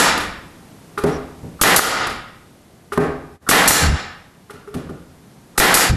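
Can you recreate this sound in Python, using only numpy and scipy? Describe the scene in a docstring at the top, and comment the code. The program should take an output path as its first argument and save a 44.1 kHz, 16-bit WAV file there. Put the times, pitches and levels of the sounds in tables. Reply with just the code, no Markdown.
"""A shot's echo dies away in a workshop; close by, a pneumatic cap stapler is set on plywood and fired.
Each of the three shots is a spit of air, the piston's blow and recoil, then exhaust and piston return.
Between shots the safety foot clacks, the nose knocks on the board and plastic caps tick in the feed.
Twice the exhaust air buffets the microphone. A limiter flattens the shots, so the room swells behind them."""
import sys
import numpy as np
from scipy import signal
from scipy.fft import rfft, irfft, next_fast_len
from scipy.io import wavfile
from scipy.ndimage import uniform_filter1d

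SR = 44100
rng = np.random.default_rng(int(sys.argv[2]) if len(sys.argv) > 2 else 0)


def to_wav(sig):
    """Store sig (one row per channel, or 1-D mono) as 16-bit WAV at the path in sys.argv[1].

    Samples outside -1..1 are clipped; the rate is SR.
    """
    pcm = np.clip(np.atleast_2d(sig), -1, 1) * 32767
    pcm = np.round(pcm).astype(np.int16)
    wavfile.write(sys.argv[1], SR, pcm.T)  # frames by channels


N = 262836
LEAD = SR // 2  # pre-roll: holds the shot whose echo opens the scene
TIME_S = np.arange(-LEAD, N) / SR
CUTOFF_HZ = 12900

# Workshop background. Each row: time in seconds, level in dB.
SHOP_LEVELS = [(0, -43), (1.5, -43.5), (2.6, -47.5), (4.3, -49), (5.3, -46.5)]
# Workshop reverberation. Each row: frequency in Hz, t60 in seconds.
ROOM_DECAY = [(60, 1), (170, 0.66), (500, 0.61), (1500, 0.71), (4000, 0.63), (7000, 0.43), (12000, 0.27)]

# Spectral shapes. Each row: frequency in Hz, relative density in dB.
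SHOP_SPECTRUM = [(25, -12), (45, -8), (100, -0.5), (170, 1), (270, -2.5), (500, -9.5), (800, -12.5),
                 (1200, -17), (2700, -23.5), (6000, -26.5), (12500, -28)]  # background rumble
TICK_SPECTRUM = [(300, 13), (2000, 6), (4000, -0.5), (7000, -5), (10000, -1), (12500, -5.5)]  # caps, first touch, trigger friction
THUD_SPECTRUM = [(50, -27.5), (140, 7), (300, 3), (600, 3.5), (1400, -4), (2400, -7), (4000, -34),
                 (12000, -59.5)]  # nose on board
SPIT_SPECTRUM = [(40, 9.5), (150, -26.5), (400, 3), (1000, -22.5), (3000, -11.5), (6000, -8), (10000, -6),
                 (12500, -4.5)]  # air at firing
EXHAUST_SPECTRUM = [(40, 3), (100, 0), (400, -4), (1500, -8), (2800, -7), (4500, -3), (9000, 0), (12500, 1)]  # air at release
BOOM_SPECTRUM = [(40, -40), (100, -10.5), (160, -1), (260, -2), (430, 0.5), (620, -2), (820, 3.8),
                 (1020, 0), (1350, -1), (1950, 0), (2600, -6.5), (4000, -9), (7000, -15), (12500, -13)]  # board under a piston blow
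CRACK_SPECTRUM = [(30, -8), (70, -12), (160, 5), (350, 2.5), (700, -8), (1400, -8.5), (2100, -0.5),
                  (3000, -7), (4300, -9.5), (7000, -8.5), (12500, -9.5)]  # piston impact

# Resonances. Each row: frequency in Hz, gain in dB, t60 in seconds.
PLYWOOD_MODES = [(84.2, -14, 0.077), (130, -23.5, 0.29), (163.7, -11, 0.15), (253.7, -5.5, 0.27),
                 (358, -5, 0.18), (411.3, 1, 0.19), (436.5, -0.5, 0.061), (575, -15, 0.23),
                 (808, -16.5, 0.45), (1050, -6.5, .09), (1230, -4, .08), (1550, -3, 0.13),
                 (1830, -4, 0.093), (2200, -30, 0.059)]
BODY_MODES = [(832.5, -15, 0.36), (1010, -8, .02), (1212, 0, 0.042), (1330.5, -5.5, 0.12),
              (1440, -2, 0.044), (1690, -4.5, 0.012), (1840, -6, 0.019), (2180, -25, 0.1)]  # the tool's steel
FOOT_SPRING_MODES = [(403, 0, .17), (432, -3, .12)]  # a close pair that swells together

# Exhaust air at the microphone. 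Each row: start and end in seconds, level in dB, eddy rate in Hz.
EXHAUST_GUSTS = [(3.805, 3.975, -7, 72), (5.893, 5.97, -5.5, 86)]
# Safety foot. Each row: start in seconds, clack in dB, spring ring in dB.
FOOT_CLACKS = [(.976, -10.5, -19), (2.92, -14, -20), (4.497, -26.5, -35), (4.674, -31, -27),
               (4.74, -28.5, -50), (4.891, -30.5, -46)]
# Plastic caps clicking in the feed. Each row: start in seconds, level in dB.
FEED_TICKS = [(0.176, -15), (2.069, -20), (2.931, -31), (4.505, -35), (4.741, -30)]
# Nose set on the board. Each row: start in seconds, level in dB, contact in seconds, touch tick in dB.
NOSE_LANDINGS = [(1.037, -6.5, .0011, -20), (1.430, -14, .0052, -46), (2.975, -5, .00085, -22),
                 (4.535, -31, .0033, -55), (4.748, -12, .0037, -45), (4.893, -18, .0036, -55)]
# Shots. Each row: firing time in seconds, strength in dB, trigger release time in seconds,
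# then exhaust, piston return and trigger rub gains in dB.
STAPLE_SHOTS = [(-.25, 0, -.1, 2.5, 7, 0), (1.612, 1.5, 1.762, 3, 7, -1), (3.488, 2, 3.677, 4, 4, 5),
                (5.576, -5, 5.741, -6, -6, -10)]
# Piston blows. Each row: delay in seconds, then crack, steel body and room impulse in dB.
PISTON_DRIVE = [(.003, 5.5, 4, 38.5), (.0238, 13.5, 11, 26)]  # drive and recoil, timed from firing
PISTON_RETURN = [(-.019, -7, -8, 13), (.03, 2, 7, 17)]  # unseating and landing, timed from release


def from_db(db):
    """Decibels to gain."""
    return 10 ** (np.asarray(db) / 20)


def unit_rms(x):
    """Scale to rms 1."""
    return x / np.sqrt(np.mean(x ** 2) + 1e-20)


def at_hz(points, hz):
    """Read a table along a log-frequency axis."""
    points_hz, values = np.transpose(points)
    return np.interp(np.log(np.maximum(hz, 1)), np.log(points_hz), values)


def coloured(x, spectrum):
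    """Shape the spectrum, with soft outer edges; a white input keeps its power."""
    size = next_fast_len(len(x))
    hz = np.fft.rfftfreq(size, 1 / SR)
    edges = hz / (hz + 10) / (1 + (hz / (CUTOFF_HZ + 800)) ** 40)
    response = unit_rms(from_db(at_hz(spectrum, hz)) * edges)
    return irfft(rfft(x, size) * response, size)[:len(x)]


def noise(spectrum):
    """Steady coloured noise, rms 1."""
    return coloured(rng.standard_normal(len(TIME_S)), spectrum)


def drift(rate_hz):
    """Random wander below rate_hz, rms 1."""
    low_pass = signal.butter(2, rate_hz, fs=SR, output="sos")
    return unit_rms(signal.sosfilt(low_pass, rng.standard_normal(len(TIME_S))))


def burst(start_s, db, decay_s, rise_s=.00085):
    """Envelope: fast rise, exponential decay."""
    envelope = np.zeros(len(TIME_S))
    span = slice(*np.searchsorted(TIME_S, [start_s, start_s + 20 * decay_s]))
    age_s = TIME_S[span] - start_s
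    envelope[span] = from_db(db) * (1 - np.exp(-age_s / rise_s)) * np.exp(-age_s / decay_s)
    return envelope


def arch(start_s, end_s):
    """Half-sine envelope."""
    return np.sin(np.pi * np.clip((TIME_S - start_s) / (end_s - start_s), 0, 1))


def click(at_s, db):
    """One impulse."""
    impulse = np.zeros(len(TIME_S))
    impulse[LEAD + round(at_s * SR)] = from_db(db)
    return impulse


def push(at_s, db, contact_s):
    """Smooth force pulse: longer contact reaches fewer high modes."""
    pulse = np.sin(np.pi * np.clip((TIME_S - at_s) / contact_s + .5, 0, 1)) ** 2
    return from_db(db) * pulse / np.sum(pulse)


def soften(x, cut_hz):
    """One-pole low-pass."""
    pole = np.exp(-2 * np.pi * cut_hz / SR)
    return signal.lfilter([1 - pole], [1, -pole], x + 1e-18)


def ring(x, modes):
    """Decaying sines driven by x, in alternating signs."""
    total = 0
    for k, (hz, db, t60_s) in enumerate(modes):
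        radius, angle = 1e-3 ** (1 / (t60_s * SR)), 2 * np.pi * hz / SR
        feedback = [1, -2 * radius * np.cos(angle), radius * radius]
        mode = signal.lfilter([0, np.sin(angle)], feedback, x + 1e-18)
        total = total + (-1) ** k * from_db(db) * mode
    return total


def shop_rumble():
    """Low background noise, slowly changing in level."""
    return from_db(np.interp(TIME_S, *np.transpose(SHOP_LEVELS))) * noise(SHOP_SPECTRUM)


def shop_reverb(sent, gap_s=.021, build_up_s=.005):
    """Dense echoes that arrive after a short gap and die sooner in the treble."""
    age_s = np.arange(3 * SR // 2) / SR
    white = rfft(rng.standard_normal(len(age_s)))
    hz = np.fft.rfftfreq(len(age_s), 1 / SR)
    edges_hz = np.r_[0, np.geomspace(90, SR / 2, 17)]
    tail = 0
    for low, high in zip(edges_hz, edges_hz[1:]):
        band = irfft(white * (hz >= low) * (hz < high), len(age_s))
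        tail = tail + band * 1e-3 ** (age_s / at_hz(ROOM_DECAY, (low + high) / 2))
    tail *= 1 - np.exp(-np.maximum(age_s - gap_s, 0) / build_up_s)
    return signal.fftconvolve(sent, tail / np.sqrt(np.sum(tail ** 2)))[:len(sent)]


def nose_squeak(start_s=1.11, end_s=1.18, pitch_hz=5350, bend_hz=350, waver_hz=240, level_db=-41.5):
    """The nose slides on the wood and squeaks faintly."""
    slide = arch(start_s, end_s)
    hz = pitch_hz + bend_hz * slide + waver_hz * drift(490)
    return from_db(level_db) * np.sqrt(np.abs(slide)) * np.sin(2 * np.pi * np.cumsum(hz) / SR)


def trigger_rub(lead_s=.023, level_db=-30, decay_s=.04, hiss_db=-13):
    """The trigger slides home just before each shot; friction excites the steel body."""
    friction = noise(TICK_SPECTRUM)
    stroke = sum(burst(s - lead_s, level_db + db, decay_s, rise_s=.006) for s, *_, db in STAPLE_SHOTS)
    return stroke * (unit_rms(ring(friction, BODY_MODES)) + from_db(hiss_db) * friction)


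def gusts(churn_gain=.6, churn_high_hz=170, churn_low_hz=55, wander=.2, lump_db=1.5, steepness=.42):
    """Lopsided eddies of exhaust air roll over the microphone at an uneven rate."""
    wind = 0
    for start_s, end_s, db, eddy_hz in EXHAUST_GUSTS:
        phase = 2 * np.pi * np.cumsum(eddy_hz * (1 + wander * drift(54))) / SR
        lumps = from_db(lump_db * drift(6.8))
        eddies = np.sqrt(2) * (np.cos(phase) + steepness * np.cos(2 * phase)) * lumps
        swirl = drift(churn_high_hz)
        churn = churn_gain * (swirl - soften(swirl, churn_low_hz))
        wind = wind + from_db(db) * arch(start_s, end_s) * (eddies + churn)
    return wind


def foot_and_caps(rebound_s=.014, rebound_db=-7, steel_db=-5, shake_db=-11.5,
                  foot_room_db=-6, shake_room_db=-5, tick_room_db=21):
    """The foot clacks, rebounds, rings its spring and shakes the caps; caps and nose tick."""
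    strikes = sum(click(s, db) + click(s + rebound_s, db + rebound_db) for s, db, _ in FOOT_CLACKS)
    spring = ring(sum(click(s, db) for s, _, db in FOOT_CLACKS), FOOT_SPRING_MODES)
    foot = from_db(steel_db) * ring(strikes, BODY_MODES) + spring
    grain = noise(TICK_SPECTRUM)
    shake = grain * sum(burst(s, db + shake_db, decay_s=.018, rise_s=.006) for s, db, _ in FOOT_CLACKS)
    ticks = FEED_TICKS + [(s, db) for s, _, _, db in NOSE_LANDINGS]
    tick = grain * sum(burst(s, db, decay_s=.0076) for s, db in ticks)
    snap = coloured(sum(click(s, db + tick_room_db) for s, db in ticks), TICK_SPECTRUM)
    sent = from_db(foot_room_db) * foot + from_db(shake_room_db) * shake + snap
    return foot + shake + tick, sent


def nose_knocks(seat_s=.0128, seat_db=-3.5, bounce_s=.062, bounce_db=-12, contact_growth=1.1,
                hardness=1.5, rattle_db=-9, board_room_db=-10.5, thud_room_db=15.5):
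    """The nose lands, seats and bounces: the board rings, the tool rattles, a thud fills the room."""
    grain = noise(THUD_SPECTRUM)
    force, rattle, thud = 0, 0, 0
    for s, db, contact_s, _ in NOSE_LANDINGS:
        hits = [(s, db), (s + seat_s, db + seat_db), (s + bounce_s, db + bounce_db)]
        cut_hz = hardness / contact_s
        force = force + sum(push(*hit, contact_s * contact_growth ** k) for k, hit in enumerate(hits))
        shaking = grain * sum(burst(*hit, decay_s=.025) for hit in hits)
        impulses = sum(click(*hit) for hit in hits)
        rattle = rattle + soften(soften(shaking, cut_hz), cut_hz)
        thud = thud + soften(soften(impulses, cut_hz), cut_hz)
    board = ring(force, PLYWOOD_MODES)
    sent = from_db(board_room_db) * board + from_db(thud_room_db) * coloured(thud, THUD_SPECTRUM)
    return board + from_db(rattle_db) * rattle, sent


def air_jets(spit_db=2.5, exhaust_db=6.5, flutter_db=2, spit_room_db=-2, exhaust_room_db=-4, puff_hz=220):
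    """Turbulent jets fade as pressure drops: a spit at firing, the exhaust at release."""
    flutter = from_db(flutter_db * drift(250))
    spit, exhaust = 0, 0
    for fire_s, strength_db, release_s, vent_db, *_ in STAPLE_SHOTS:
        spit = spit + burst(fire_s, spit_db + strength_db, decay_s=.048, rise_s=.0071)
        exhaust = exhaust + burst(release_s, exhaust_db + vent_db, decay_s=.022, rise_s=.00034)
    spit *= noise(SPIT_SPECTRUM) * flutter
    exhaust *= noise(EXHAUST_SPECTRUM) * flutter
    sent = from_db(spit_room_db) * spit + from_db(exhaust_room_db) * exhaust
    return spit + exhaust, sent - soften(sent, puff_hz)  # the low puff does not carry


def piston(crack_decay_s=.0043, body_decay_s=.004, body_room_db=-9):
    """Each blow cracks and shakes the steel body; the whole board booms into the room."""
    blows = []
    for fire_s, strength_db, release_s, _, return_db, _ in STAPLE_SHOTS:
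        strokes = [(fire_s, strength_db, PISTON_DRIVE), (release_s, return_db, PISTON_RETURN)]
        for s, db, stroke in strokes:
            blows += [np.add(blow, (s, db, db, db)) for blow in stroke]
    crack = noise(CRACK_SPECTRUM) * sum(burst(s, db, crack_decay_s) for s, db, _, _ in blows)
    chatter = unit_rms(ring(noise(CRACK_SPECTRUM), BODY_MODES))
    body = chatter * sum(burst(s, db, body_decay_s) for s, _, db, _ in blows)
    boom = coloured(sum(click(s, db) for s, _, _, db in blows), BOOM_SPECTRUM)
    return crack + body, boom + from_db(body_room_db) * body


def scene(dip_start_s=3.35, dip_end_s=3.435, dip_db=-17):
    """Tool, room and background at one microphone; the whole level dips once, briefly."""
    # each returns (close sound, sound sent into the room)
    close, sent = np.sum([piston(), air_jets(), nose_knocks(), foot_and_caps()], axis=0)
    mono = shop_rumble() + shop_reverb(sent) + trigger_rub() + nose_squeak() + gusts() + close
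    mono *= from_db(dip_db * arch(dip_start_s, dip_end_s) ** 2)
    return np.tile(mono[LEAD:], (2, 1))


def record(dry, limit_db=-10, release_db_per_s=90, attack_hz=175, sense_hz=6500, ceiling=1.12):
    """A limiter, less alert to treble, ducks fast and recovers slowly; then soft clip and low-pass."""
    power = uniform_filter1d(soften(dry[0], sense_hz) ** 2, size=128)
    excess_db = np.maximum(10 * np.log10(np.maximum(power, 1e-12)) - limit_db, 0)
    recovery_db = release_db_per_s * np.arange(N) / SR
    held_db = np.maximum.accumulate(excess_db + recovery_db) - recovery_db
    limited = dry * from_db(-held_db[0] - soften(held_db - held_db[0], attack_hz))
    low_pass = signal.ellip(10, .3, 70, CUTOFF_HZ, fs=SR, output="sos")
    return signal.sosfilt(low_pass, ceiling * np.tanh(limited / ceiling))


dry = scene()
out = record(dry)
to_wav(out)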